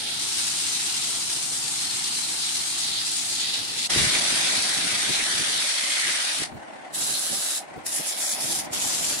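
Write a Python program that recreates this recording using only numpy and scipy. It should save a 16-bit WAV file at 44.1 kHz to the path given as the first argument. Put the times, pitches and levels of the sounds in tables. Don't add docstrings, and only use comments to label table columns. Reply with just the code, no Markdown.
import sys
import numpy as np
from scipy import signal
from scipy.fft import rfft, irfft, next_fast_len
from scipy.io import wavfile
from scipy.ndimage import map_coordinates

SR = 44100
rng = np.random.default_rng(int(sys.argv[2]) if len(sys.argv) > 2 else 0)


def dump(signal):
    limited = np.clip(np.atleast_2d(signal).T, -1, 1)
    pcm = np.round(limited * 32767).astype(np.int16)
    wavfile.write(sys.argv[1], SR, pcm)


N = 405719
TIME = np.arange(N) / SR
TURN_HZ = 18.1
NEAR_START_S = 3.886

# (pressed home [s], lifted [s],
# rasp [dB], hiss [dB], sizzle [dB], extra first push [dB], spread of snaps [dB], lean to the left [dB])
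HOLDS = [(0, 2.795, -33.5, -35, -38, 2.6, 1.3, 0.1), (2.805, 3.866, -33.5, -31.5, -39, -0.6, 1.5, 0),
         (3.901, 6.436, -30.5, -33, -37.5, 4, 1.4, 0), (6.944, 7.577, -36, -34, -34.5, 0.4, 2.0, -0.4),
         (7.866, 8.604, -36.5, -32, -34, -1, 2.5, 0), (8.732, 9.2, -33, -30, -35.5, -2, 3, 0.7)]
# (frequency [Hz], relative level [dB])
BELLY_COLOUR = [(590, -46), (1000, -17), (1390, -16), (1690, -12), (2620, -8.5), (3180, -6), (4150, -2),
                (4490, -3.5), (6560, -1), (8540, 0.5), (11800, -22), (14100, -35), (15500, -45)]
SWEEP_COLOUR = [(650, -56), (1100, -34), (1370, -31), (1550, -13.5), (2020, -6), (2230, -9), (2730, -3.5),
                (2980, -4.5), (3520, 0), (4110, 1), (6050, -5.5), (8720, -5), (10300, -7), (12100, -23),
                (15500, -30)]
NECK_COLOUR = [(590, -30), (1000, -9.5), (1240, -5.5), (1920, 0.5), (2740, -2), (3610, 1.8), (4050, 0),
               (4340, -0.5), (5460, -1.5), (5920, -2), (6950, -5.5), (8840, -1), (9690, -3.5), (11000, -10),
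               (11750, -18.5), (12500, -40), (15500, -36)]
GROOVE_COLOUR = [(710, -41), (1200, -9), (1420, -12), (1570, -8), (2510, -13.5), (2740, -9), (3350, -6.5),
                 (3850, -5), (4930, -4.5), (6800, -3.5), (7650, -2), (8510, -3.5), (9890, 1), (14500, -24),
                 (15500, -24)]
DABS_COLOUR = [(760, -33), (1300, -10), (1430, -18), (1620, -7), (1930, -6.5), (2350, -9.5), (2950, -8),
               (3590, -4.5), (4370, -6), (5330, -6), (6030, -5), (7420, -4.5), (8490, -6), (9820, 2),
               (15500, -24.5)]
SHOULDER_COLOUR = [(710, -23), (1200, -11.5), (1590, -13), (1820, -11), (2050, -12.5), (3140, -7),
                   (4670, -7), (7330, -4), (9080, -5.5), (9890, -2), (11900, -7), (14900, -32),
                   (15500, -43)]
# (pitch [Hz], width [Hz], level re friction [dB])
BELLY_MODES = [(3560, 130, -7), (4205, 70, -5), (8400, 500, -6)]
SWEEP_MODES = [(3750, 240, -18), (4490, 460, -3.5)]
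NECK_MODES = [(1990, 170, -4), (2520, 380, -5), (3650, 560, -5.5), (4440, 520, -1), (5900, 200, -7)]
GROOVE_MODES = [(3880, 370, 0.5), (7740, 410, 1.5), (9800, 600, -14)]
DABS_MODES = [(5350, 470, 1.5), (7600, 630, 2), (9500, 440, -13)]
SHOULDER_MODES = [(5150, 400, -10), (7340, 450, -1)]
# (time [s], length at half depth [s], rasp loss [dB], hiss loss [dB])
EASES = [(0.02, 0.37, 2.5, 11.5), (1.55, 0.32, 3, -1), (2.98, 0.17, -0.7, 4.5), (3.65, 0.39, -2.5, 7),
         (3.665, 0.11, 5, 1.5), (3.85, 0.11, -0.5, -2), (6.4, 0.12, 2.5, 2.5), (6.968, 0.058, 3, 3.5),
         (7.9, 0.048, 3.5, 3), (8.032, 0.062, 0.5, 7.5), (8.155, 0.074, -0.5, 9.5), (8.375, 0.044, 3, 10),
         (8.78, 0.04, 0, 3), (9.175, 0.034, 2.5, 5)]
# (delay [ms], level re direct sound [dB])
REFLECTIONS = [(1.3, -28), (3.1, -16), (7.0, -12.5)]
# (frequency [Hz], relative level [dB])
LATHE_FAR_COLOUR = [(18, -42), (30, -13), (65, -9.5), (108, -2.5), (147, -1), (236, -1.5), (355, -1.5),
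                    (412, -4.5), (439, -5), (501, -6), (662, -5.5), (779, -2.5), (1030, -8.5), (1400, -3.5),
                    (1500, -8), (1950, -29), (3300, -120)]
LATHE_NEAR_COLOUR = [(120, -38), (200, -10), (486, -9.5), (585, -6), (752, -3.5), (1090, -11), (1180, -17),
                     (1450, -13.5), (1550, -12.5), (1630, -19), (1710, -13), (2830, -21), (9460, -38.5),
                     (11000, -43.5), (14300, -83), (22000, -120)]
# (frequency [Hz], width [Hz], lift [dB])
MOTOR_MODES = [(139, 17, 1.5), (534, 93, -0.5), (905, 150, 3.5)]
BED_MODES = [(300, 53, 2.5), (430, 79, -5.5), (597, 58, 3), (770, 41, 1.5), (2060, 300, 4),
             (8900, 2800, 10)]
# (frequency [Hz], left minus right before limiting [dB])
BALANCE_FAR = [(60, -12), (92, 2), (140, -3.5), (210, -2.5), (330, -2), (500, -6.5), (770, 0.5),
               (1060, 3.5), (1300, 0.5), (1790, -1), (2740, -2), (4190, 0.5), (6410, 5.5), (9810, -1.5),
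               (15000, -10)]
BALANCE_NEAR = [(60, -3), (99, -4), (160, -23), (270, -3.5), (450, -4), (740, 1.5), (1220, 1.5),
                (2010, 2.0), (3330, 0.5), (5500, 1.5), (9080, -0.5), (15000, -8.5)]
# (time [s], length at half height [s], pitch [Hz], nominal width [Hz], level [dB])
SCRAPES = [(0.1, 0.17, 3700, 800, -39), (0.42, .3, 4900, 1200, -37.5), (0.65, .06, 4600, 1500, -37),
           (2.245, 0.037, 4150, 450, -35), (2.45, 0.12, 4250, 1300, -33), (2.86, 0.07, 4200, 1500, -31.5),
           (2.96, 0.12, 3720, 700, -34), (2.98, 0.1, 4500, 500, -34.5), (3.46, 0.12, 3900, 1100, -32.5),
           (3.55, 0.04, 4000, 1100, -32.5), (3.99, 0.12, 3800, 2600, -32), (4.14, 0.06, 4000, 2200, -29.5),
           (4.151, 0.05, 2260, 700, -30.5), (4.489, 0.049, 4000, 1500, -30), (5.2, 0.044, 2162, 700, -32.5),
           (5.56, 0.07, 3660, 900, -31), (6.07, 0.22, 1960, 480, -34.5), (6.085, 0.05, 2600, 1800, -33),
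           (7.02, 0.03, 7350, 700, -35), (7.03, 0.04, 5000, 2000, -36), (7.16, 0.04, 4000, 900, -34),
           (7.866, 0.008, 9000, 4000, -32), (7.955, 0.05, 9600, 900, -33), (7.98, .06, 7500, 900, -39),
           (8.11, 0.1, 5400, 350, -42), (8.25, .08, 7100, 1600, -36), (8.52, 0.14, 4700, 2000, -37),
           (8.655, 0.025, 6500, 5000, -42), (8.84, 0.06, 7300, 1000, -36), (8.93, 0.067, 4900, 1200, -38),
           (9.1, 0.06, 4900, 1200, -38)]
# (time [s], length at half depth [s], frequency [Hz], half width [Hz], loss [dB])
NOTCHES = [(0.05, 0.14, 1120, 140, 12), (0.31, 0.08, 520, 80, 24), (0.5, 0.07, 480, 80, 24),
           (0.82, 0.26, 540, 75, 13), (1.28, 0.06, 490, 70, 17), (1.75, 0.08, 505, 70, 19),
           (2.04, 0.12, 560, 100, 26), (2.46, 0.11, 555, 85, 26), (2.77, 0.07, 505, 75, 20),
           (3.02, 0.07, 505, 75, 24), (3.25, 0.13, 490, 70, 20), (4.68, 0.14, 2750, 400, 4),
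           (5.3, 0.08, 2600, 270, 11), (6.37, 0.1, 2000, 350, 3), (7.88, 0.05, 3300, 270, 11),
           (7.97, 0.06, 3900, 270, 6), (8.29, 0.1, 2780, 160, 22), (8.85, 0.04, 2750, 150, 12),
           (9.03, 0.06, 4480, 140, 15)]
# (time [s], relative peak [dB])
WHISTLES = [(1.508, -31.5), (1.791, -27.5), (1.845, -30.5), (1.898, -28.5), (1.943, -30), (1.99, -30),
            (2.062, -28), (2.113, -28.5), (2.172, -28), (2.237, -30), (2.335, -32), (2.556, -29.5),
            (2.607, -27.5), (2.7, -31.5), (2.775, -30.5)]
# (time [s], level [dB])
DRONE_LEVEL = [(3.9, -42), (4.5, -44), (4.9, -45.5), (6.0, -48.5), (6.6, -47.5), (8.1, -47), (8.75, -44.5),
               (9.2, -46)]
# (time [s], relative level [dB])
DRAUGHT_LEVEL = [(3.9, -43), (4.9, -46), (5.35, -47.5), (5.7, -55), (6.8, -58.5), (7.0, -48), (7.6, -59.5),
                 (8.2, -53), (8.55, -47.5), (9.2, -45.5)]
# (frequency [Hz], relative level [dB])
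BUFFET_COLOUR = [(50, -31), (100, -8), (145, 2), (220, 0.5), (340, 1), (450, -3.5), (800, -37)]
RUMBLE_COLOUR = [(15, -20), (30, 2), (60, 3), (90, 10), (130, 1.5), (220, -48)]
# (time [s], length at half height [s], buffeting rise [dB], rumble rise [dB])
GUSTS = [(4.02, 0.1, 5.5, 20), (4.85, 0.03, 7, 5), (5.105, 0.025, 12, 13.5), (5.2, 0.083, 2.5, 9),
         (5.41, 0.04, 12.5, 2), (5.83, 0.037, 6, 5), (6.09, 0.042, 11, 9), (6.42, 0.05, 17, 14),
         (6.54, 0.14, 8, 18), (7.33, 0.033, 11.5, 4), (7.775, 0.04, 16, 24), (8.0, 0.026, 13, 12),
         (8.49, 0.044, 9, 10)]
# (time [s], relative level [dB], pitch [Hz])
THUMPS = [(3.961, -16, 340), (3.972, -21, 132), (3.988, -23, 160), (4.014, -20.5, 153), (4.039, -21, 197),
          (4.068, -24, 132), (4.164, -27, 318), (5.089, -38, 339), (5.409, -39, 245), (6.42, -26.5, 336),
          (6.522, -36, 207), (7.779, -34, 253), (7.998, -29, 455)]
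# (start [s], end [s], bass cutoff [Hz])
BASS_DROPS = [(5.714, 5.768, 260), (5.9, 5.981, 135), (6.17, 6.212, 230), (6.25, 6.33, 125),
              (7.22, 7.252, 110), (7.45, 7.56, 220), (8.076, 8.13, 250), (8.17, 8.354, 120)]
# (time [s], pitch [Hz], relative peak [dB])
WHIRR_THROBS = [(6.5, 770, -38), (6.703, 613, -37), (6.868, 760, -34.5), (6.884, 780, -37),
                (7.335, 565, -35), (7.612, 753, -35.5), (7.64, 820, -38), (7.769, 753, -37),
                (7.805, 770, -35.5), (8.274, 597, -38), (8.385, 780, -36), (8.414, 796, -37),
                (8.531, 802, -36), (8.561, 764, -34), (8.591, 737, -37), (8.665, 780, -37),
                (8.696, 759, -33.5), (8.732, 748, -33.5)]


def from_db(db):
    return 10 ** (np.asarray(db) / 20)


def bins_of(t):
    return np.maximum(np.fft.rfftfreq(2 * next_fast_len(len(t) // 2 + 1), 1 / SR), 1)


def at_hz(points, bins):
    hz, value = np.transpose(points)
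    return np.interp(np.log(bins), np.log(hz), value)


def filtered(sound, gain):
    size = 2 * (len(gain) - 1)
    return irfft(rfft(sound, size) * gain, size)[..., :sound.shape[-1]]


def between(t, start, end):
    return np.sqrt(np.clip(.5 + np.minimum(t - start, end - t) / .01, 0, 1))


def humps(t, rows):
    return sum(height * np.cos(np.pi / 2 * np.clip((t - s) / length, -1, 1)) ** 2
               for s, length, height in rows)


def plateau(t, start, end, edge_s=0.058):
    return np.clip(1 + np.minimum(t - start, end - t) / edge_s, 0, 1)


def drift(t, rate_hz):
    step, run_in = 40, 4000
    pole = np.exp(-2 * np.pi * rate_hz * step / SR)
    white = rng.standard_normal(len(t) // step + run_in + 2)
    slow = signal.lfilter([1], [1, -2 * pole, pole * pole], white)
    return np.interp(np.arange(len(t)) / step + run_in, np.arange(len(slow)), slow / slow.std())


def resonance(bins, hz, width):
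    return 1 / np.sqrt(1 + (2 * (bins - hz) / width) ** 2)


def band_rms(gain, bins, band):
    return np.sqrt(np.mean(gain ** 2 * (bins > band[0]) * (bins < band[1])) / 2)


def noise(colour, band_hz, modes=()):
    bins = bins_of(TIME)
    lift_db = sum(db * resonance(bins, hz, width) ** 2 for hz, width, db in modes)
    gain = from_db(at_hz(colour, bins) + lift_db)
    return filtered(rng.standard_normal((2, N)), gain / band_rms(gain, bins, band_hz))


def grit(t, spread_db):
    size = from_db(spread_db * np.minimum(rng.exponential(1, len(t)), 6))
    snaps = size * rng.standard_normal((2, len(t)))
    return snaps / snaps.std()


def sheet_ring(t, snaps, gain, slide):
    read_at = np.arange(len(t)) + np.cumsum(slide * drift(t, 7))
    ring = [map_coordinates(side, [read_at], order=3, mode="mirror") for side in filtered(snaps, gain)]
    return np.array(ring) * from_db(1.6 * drift(t, 16))


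def reflected(sound, t, wander=0.0402):
    out = sound.copy()
    for delay_ms, db in REFLECTIONS:
        for side in range(2):
            delay_s = delay_ms / 1000 * (1 + wander * drift(t, 1.585))
            out[side] += from_db(db) * np.interp(t - delay_s, t, sound[side])
    return out / np.sqrt(1 + sum(from_db(db) ** 2 for _, db in REFLECTIONS))


def throb(t, turn_db, half_turn_db):
    angle = 2 * np.pi * TURN_HZ * t + 0.66 * drift(t, 0.91)
    return turn_db * np.sin(angle) + half_turn_db * np.sin(2 * angle)


def pressure(t, pressed, lifted, push_db, attack_db_per_s=1198, release_db_per_s=433, settle_s=0.83):
    contact_db = -attack_db_per_s * np.maximum(pressed - t, 0)
    contact_db -= release_db_per_s * np.maximum(t - lifted, 0)
    settling_db = push_db * np.exp(-np.maximum(t - pressed, 0) / settle_s)
    chatter_db = 0.9 * drift(t, 75)
    return from_db(contact_db + settling_db + chatter_db + throb(t, turn_db=-0.18, half_turn_db=0.12))


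def touch(t, rasp_db, hiss_db, sizzle_db, bounce_hz=8.15):
    bounce_db = 0.5 * np.cos(2 * np.pi * bounce_hz * (t - 0.84))
    rasp_loss_db = humps(t, [(s, length, db) for s, length, db, _ in EASES])
    hiss_loss_db = humps(t, [(s, length, db) for s, length, _, db in EASES]) - bounce_db
    return rasp_db - rasp_loss_db, hiss_db - hiss_loss_db, sizzle_db - 0.46 * hiss_loss_db


def sanding(hold, colour, modes):
    pressed, lifted, rasp_db, hiss_db, sizzle_db, push_db, spread_db, lean_db = hold
    during = (TIME > pressed - .05) & (TIME < lifted + .12)
    t = TIME[during]
    bins = bins_of(t)
    snaps, power = grit(t, spread_db), 1
    for hz, width, db in modes:
        mode_gain = from_db(db) * resonance(bins, hz, width)
        snaps = snaps + sheet_ring(t, grit(t, spread_db), mode_gain, slide=0.14 * width / hz)
        power = power + mode_gain ** 2
    gain = from_db(at_hz(colour, bins))
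    below_hiss = 1 / (1 + (bins / 5500) ** 10)
    below_sizzle = 1 / (1 + (bins / 9200) ** 20)
    shares = [below_hiss, below_sizzle - below_hiss, 1 - below_sizzle]
    bands_hz = [(1500, 5500), (5500, 9200), (9200, 11500)]
    friction = 0
    for share, band, db in zip(shares, bands_hz, touch(t, rasp_db, hiss_db, sizzle_db)):
        part = filtered(snaps, gain * share) / band_rms(gain * np.sqrt(power), bins, band)
        friction = friction + part * from_db(db + 0.45 * drift(t, 19))
    sides = from_db([[lean_db / 2], [-lean_db / 2]])
    out = np.zeros((2, N))
    out[:, during] = reflected(friction, t) * pressure(t, pressed, lifted, push_db) * sides
    return out


def lathe_far(level_db=-47):
    rumble = noise(LATHE_FAR_COLOUR, (60, 1000), MOTOR_MODES)
    return rumble * from_db(level_db + 0.5 * drift(TIME, 15))


def balanced(sound, balance):
    lean_db = np.clip(at_hz(balance, bins_of(TIME)), -8, 7)
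    sides = from_db([lean_db / 2, -lean_db / 2])
    sides = sides / np.sqrt(np.mean(sides ** 2, axis=0))
    return np.array([filtered(channel, gain) for channel, gain in zip(sound, sides)])


def scrapes():
    out = np.zeros((2, N))
    for s, length, hz, width, db in SCRAPES:
        during = np.abs(TIME - s) < length
        t = TIME[during]
        bins = bins_of(t)
        gain = resonance(bins, hz, 1.5 * width) ** 2
        ring = filtered(grit(t, spread_db=1.0), gain) / band_rms(gain, bins, (0, SR))
        swell = humps(t, [(s, length, 1)])
        out[:, during] += ring * swell * from_db(db + throb(t, turn_db=2.5, half_turn_db=0))
    return out


def crumpling(hz, t, spread_db=1.5, spacing_hz=220, life_s=0.05):
    centres = np.arange(1500, 9000, spacing_hz)
    knots = np.arange(0, t[-1] + life_s, life_s)
    draws = rng.standard_normal((len(centres), len(knots)))
    levels = np.array([np.interp(t, knots, row) for row in draws])
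    return spread_db * np.exp(-(1.5 * (hz - centres) / spacing_hz) ** 2) @ levels


def shifting_colour(sound, hollow_hz=530, hand_echo_s=0.0008):
    hz, t, frames = signal.stft(sound, SR, nperseg=2048, noverlap=1536)
    hz = np.maximum(hz[:, None], 1)
    centre, depth, tilt = (np.interp(t, TIME, drift(TIME, rate_hz)) for rate_hz in (14, 14, 1.5))
    hollow = np.exp(-((hz - hollow_hz - 38 * centre) / 72) ** 4) * between(t, 0.15, 3.52)
    db = crumpling(hz, t) - hollow * np.maximum(7 + 7 * depth, 0)
    comb_db = 1.2 * np.cos(2 * np.pi * hz * hand_echo_s * (1 + 0.12 * tilt))
    db += comb_db * (hz > 1500) * (t > NEAR_START_S)
    for s, length, notch_hz, width, loss_db in NOTCHES:
        db -= humps(t, [(s, length, loss_db)]) * np.exp(-((hz - notch_hz) / width) ** 4)
    bass_cut_hz = np.max([cutoff * plateau(t, start, end) for start, end, cutoff in BASS_DROPS], axis=0)
    gain = from_db(db) / np.sqrt(1 + (bass_cut_hz / hz) ** 8)
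    return signal.istft(frames * gain, SR, nperseg=2048, noverlap=1536)[1][:, :N]


def short_notes(rows, length_s=0.015, slide_hz_per_s=3900, trim_db=-1.5):
    out = np.zeros((2, N))
    for (s, hz, db), (phase, lag, slide, detune) in zip(rows, rng.uniform(-0.95, 1, (len(rows), 4))):
        during = np.abs(TIME - s) < length_s
        t = TIME[during] - s
        cycles = hz * (1 + 0.012 * detune) * t + slide * slide_hz_per_s * t ** 2 / 2
        roughness = 0.09 * drift(t, 150)
        side_phase = np.array([[phase], [phase + lag / 8]])
        swell = humps(t, [(0.00032, length_s, from_db(db + trim_db))])
        out[:, during] += np.sin(2 * np.pi * (cycles + roughness + side_phase)) * swell
    return out


def whistles(pitch_hz=4205):
    return short_notes([(s, pitch_hz, db) for s, db in WHISTLES])


def lathe_near(whirr_hz=780, whirr_width_hz=130):
    level_db = np.interp(TIME, *np.transpose(DRONE_LEVEL))
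    swell = from_db(1.54 * drift(TIME, 14))
    drone = noise(LATHE_NEAR_COLOUR, (550, 900), BED_MODES)
    whirr = filtered(drone, np.exp(-((bins_of(TIME) - whirr_hz) / whirr_width_hz) ** 2))
    waver_db = throb(TIME, turn_db=1.0, half_turn_db=1.2) + 0.87 * drift(TIME, 23)
    return (drone + whirr * (swell - 1)) * from_db(level_db + waver_db)


def draught():
    flow_db = np.interp(TIME, *np.transpose(DRAUGHT_LEVEL))
    bass_drop = np.max([plateau(TIME, start, end) for start, end, _ in BASS_DROPS], axis=0)
    buffet_db = flow_db - 1 - 8 * bass_drop + humps(TIME, [(s, span, db) for s, span, db, _ in GUSTS])
    rumble_db = flow_db - 16 - 20 * bass_drop + humps(TIME, [(s, span, db) for s, span, _, db in GUSTS])
    buffet = noise(BUFFET_COLOUR, (110, 420))
    rumble = noise(RUMBLE_COLOUR, (25, 100))
    rumble = .92 * rumble + .08 * rumble[::-1]
    lumps = drift(TIME, 23)
    return buffet * from_db(buffet_db + 2.4 * lumps) + rumble * from_db(rumble_db + 3.1 * lumps)


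def thumps(decay_cycles=1.37, left_db=-1.0, right_db=-4.5):
    out, age = np.zeros((2, N)), TIME[:SR // 20]
    for s, db, hz in THUMPS:
        swing = np.sin(2 * np.pi * hz * age) * np.exp(-(hz * age / decay_cycles) ** 2)
        at = round(s * SR)
        out[:, at:at + len(age)] += from_db([[db + left_db], [db + right_db]]) * swing
    return out


def whirr_throbs():
    return short_notes(WHIRR_THROBS)


def scene():
    colours = [BELLY_COLOUR, SWEEP_COLOUR, NECK_COLOUR, GROOVE_COLOUR, DABS_COLOUR, SHOULDER_COLOUR]
    modes = [BELLY_MODES, SWEEP_MODES, NECK_MODES, GROOVE_MODES, DABS_MODES, SHOULDER_MODES]
    belly, sweep, neck, groove, dabs, shoulder = map(sanding, HOLDS, colours, modes)
    far = balanced(belly + sweep + lathe_far(), BALANCE_FAR)
    near = balanced(neck + groove + dabs + shoulder + lathe_near(), BALANCE_NEAR) + draught() + thumps()
    workshop = far * between(TIME, 0, NEAR_START_S) + near * between(TIME, NEAR_START_S, np.inf)
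    dip = from_db(-9 * np.exp(-((TIME - NEAR_START_S) / 0.012) ** 4))
    workshop = workshop * dip + scrapes()
    return whistles() + shifting_colour(workshop) + whirr_throbs()


def record(dry, cutoff_hz=15700):
    return signal.sosfiltfilt(signal.ellip(10, .05, 70, cutoff_hz, fs=SR, output="sos"), dry)


dry = scene()
out = record(dry)
dump(out)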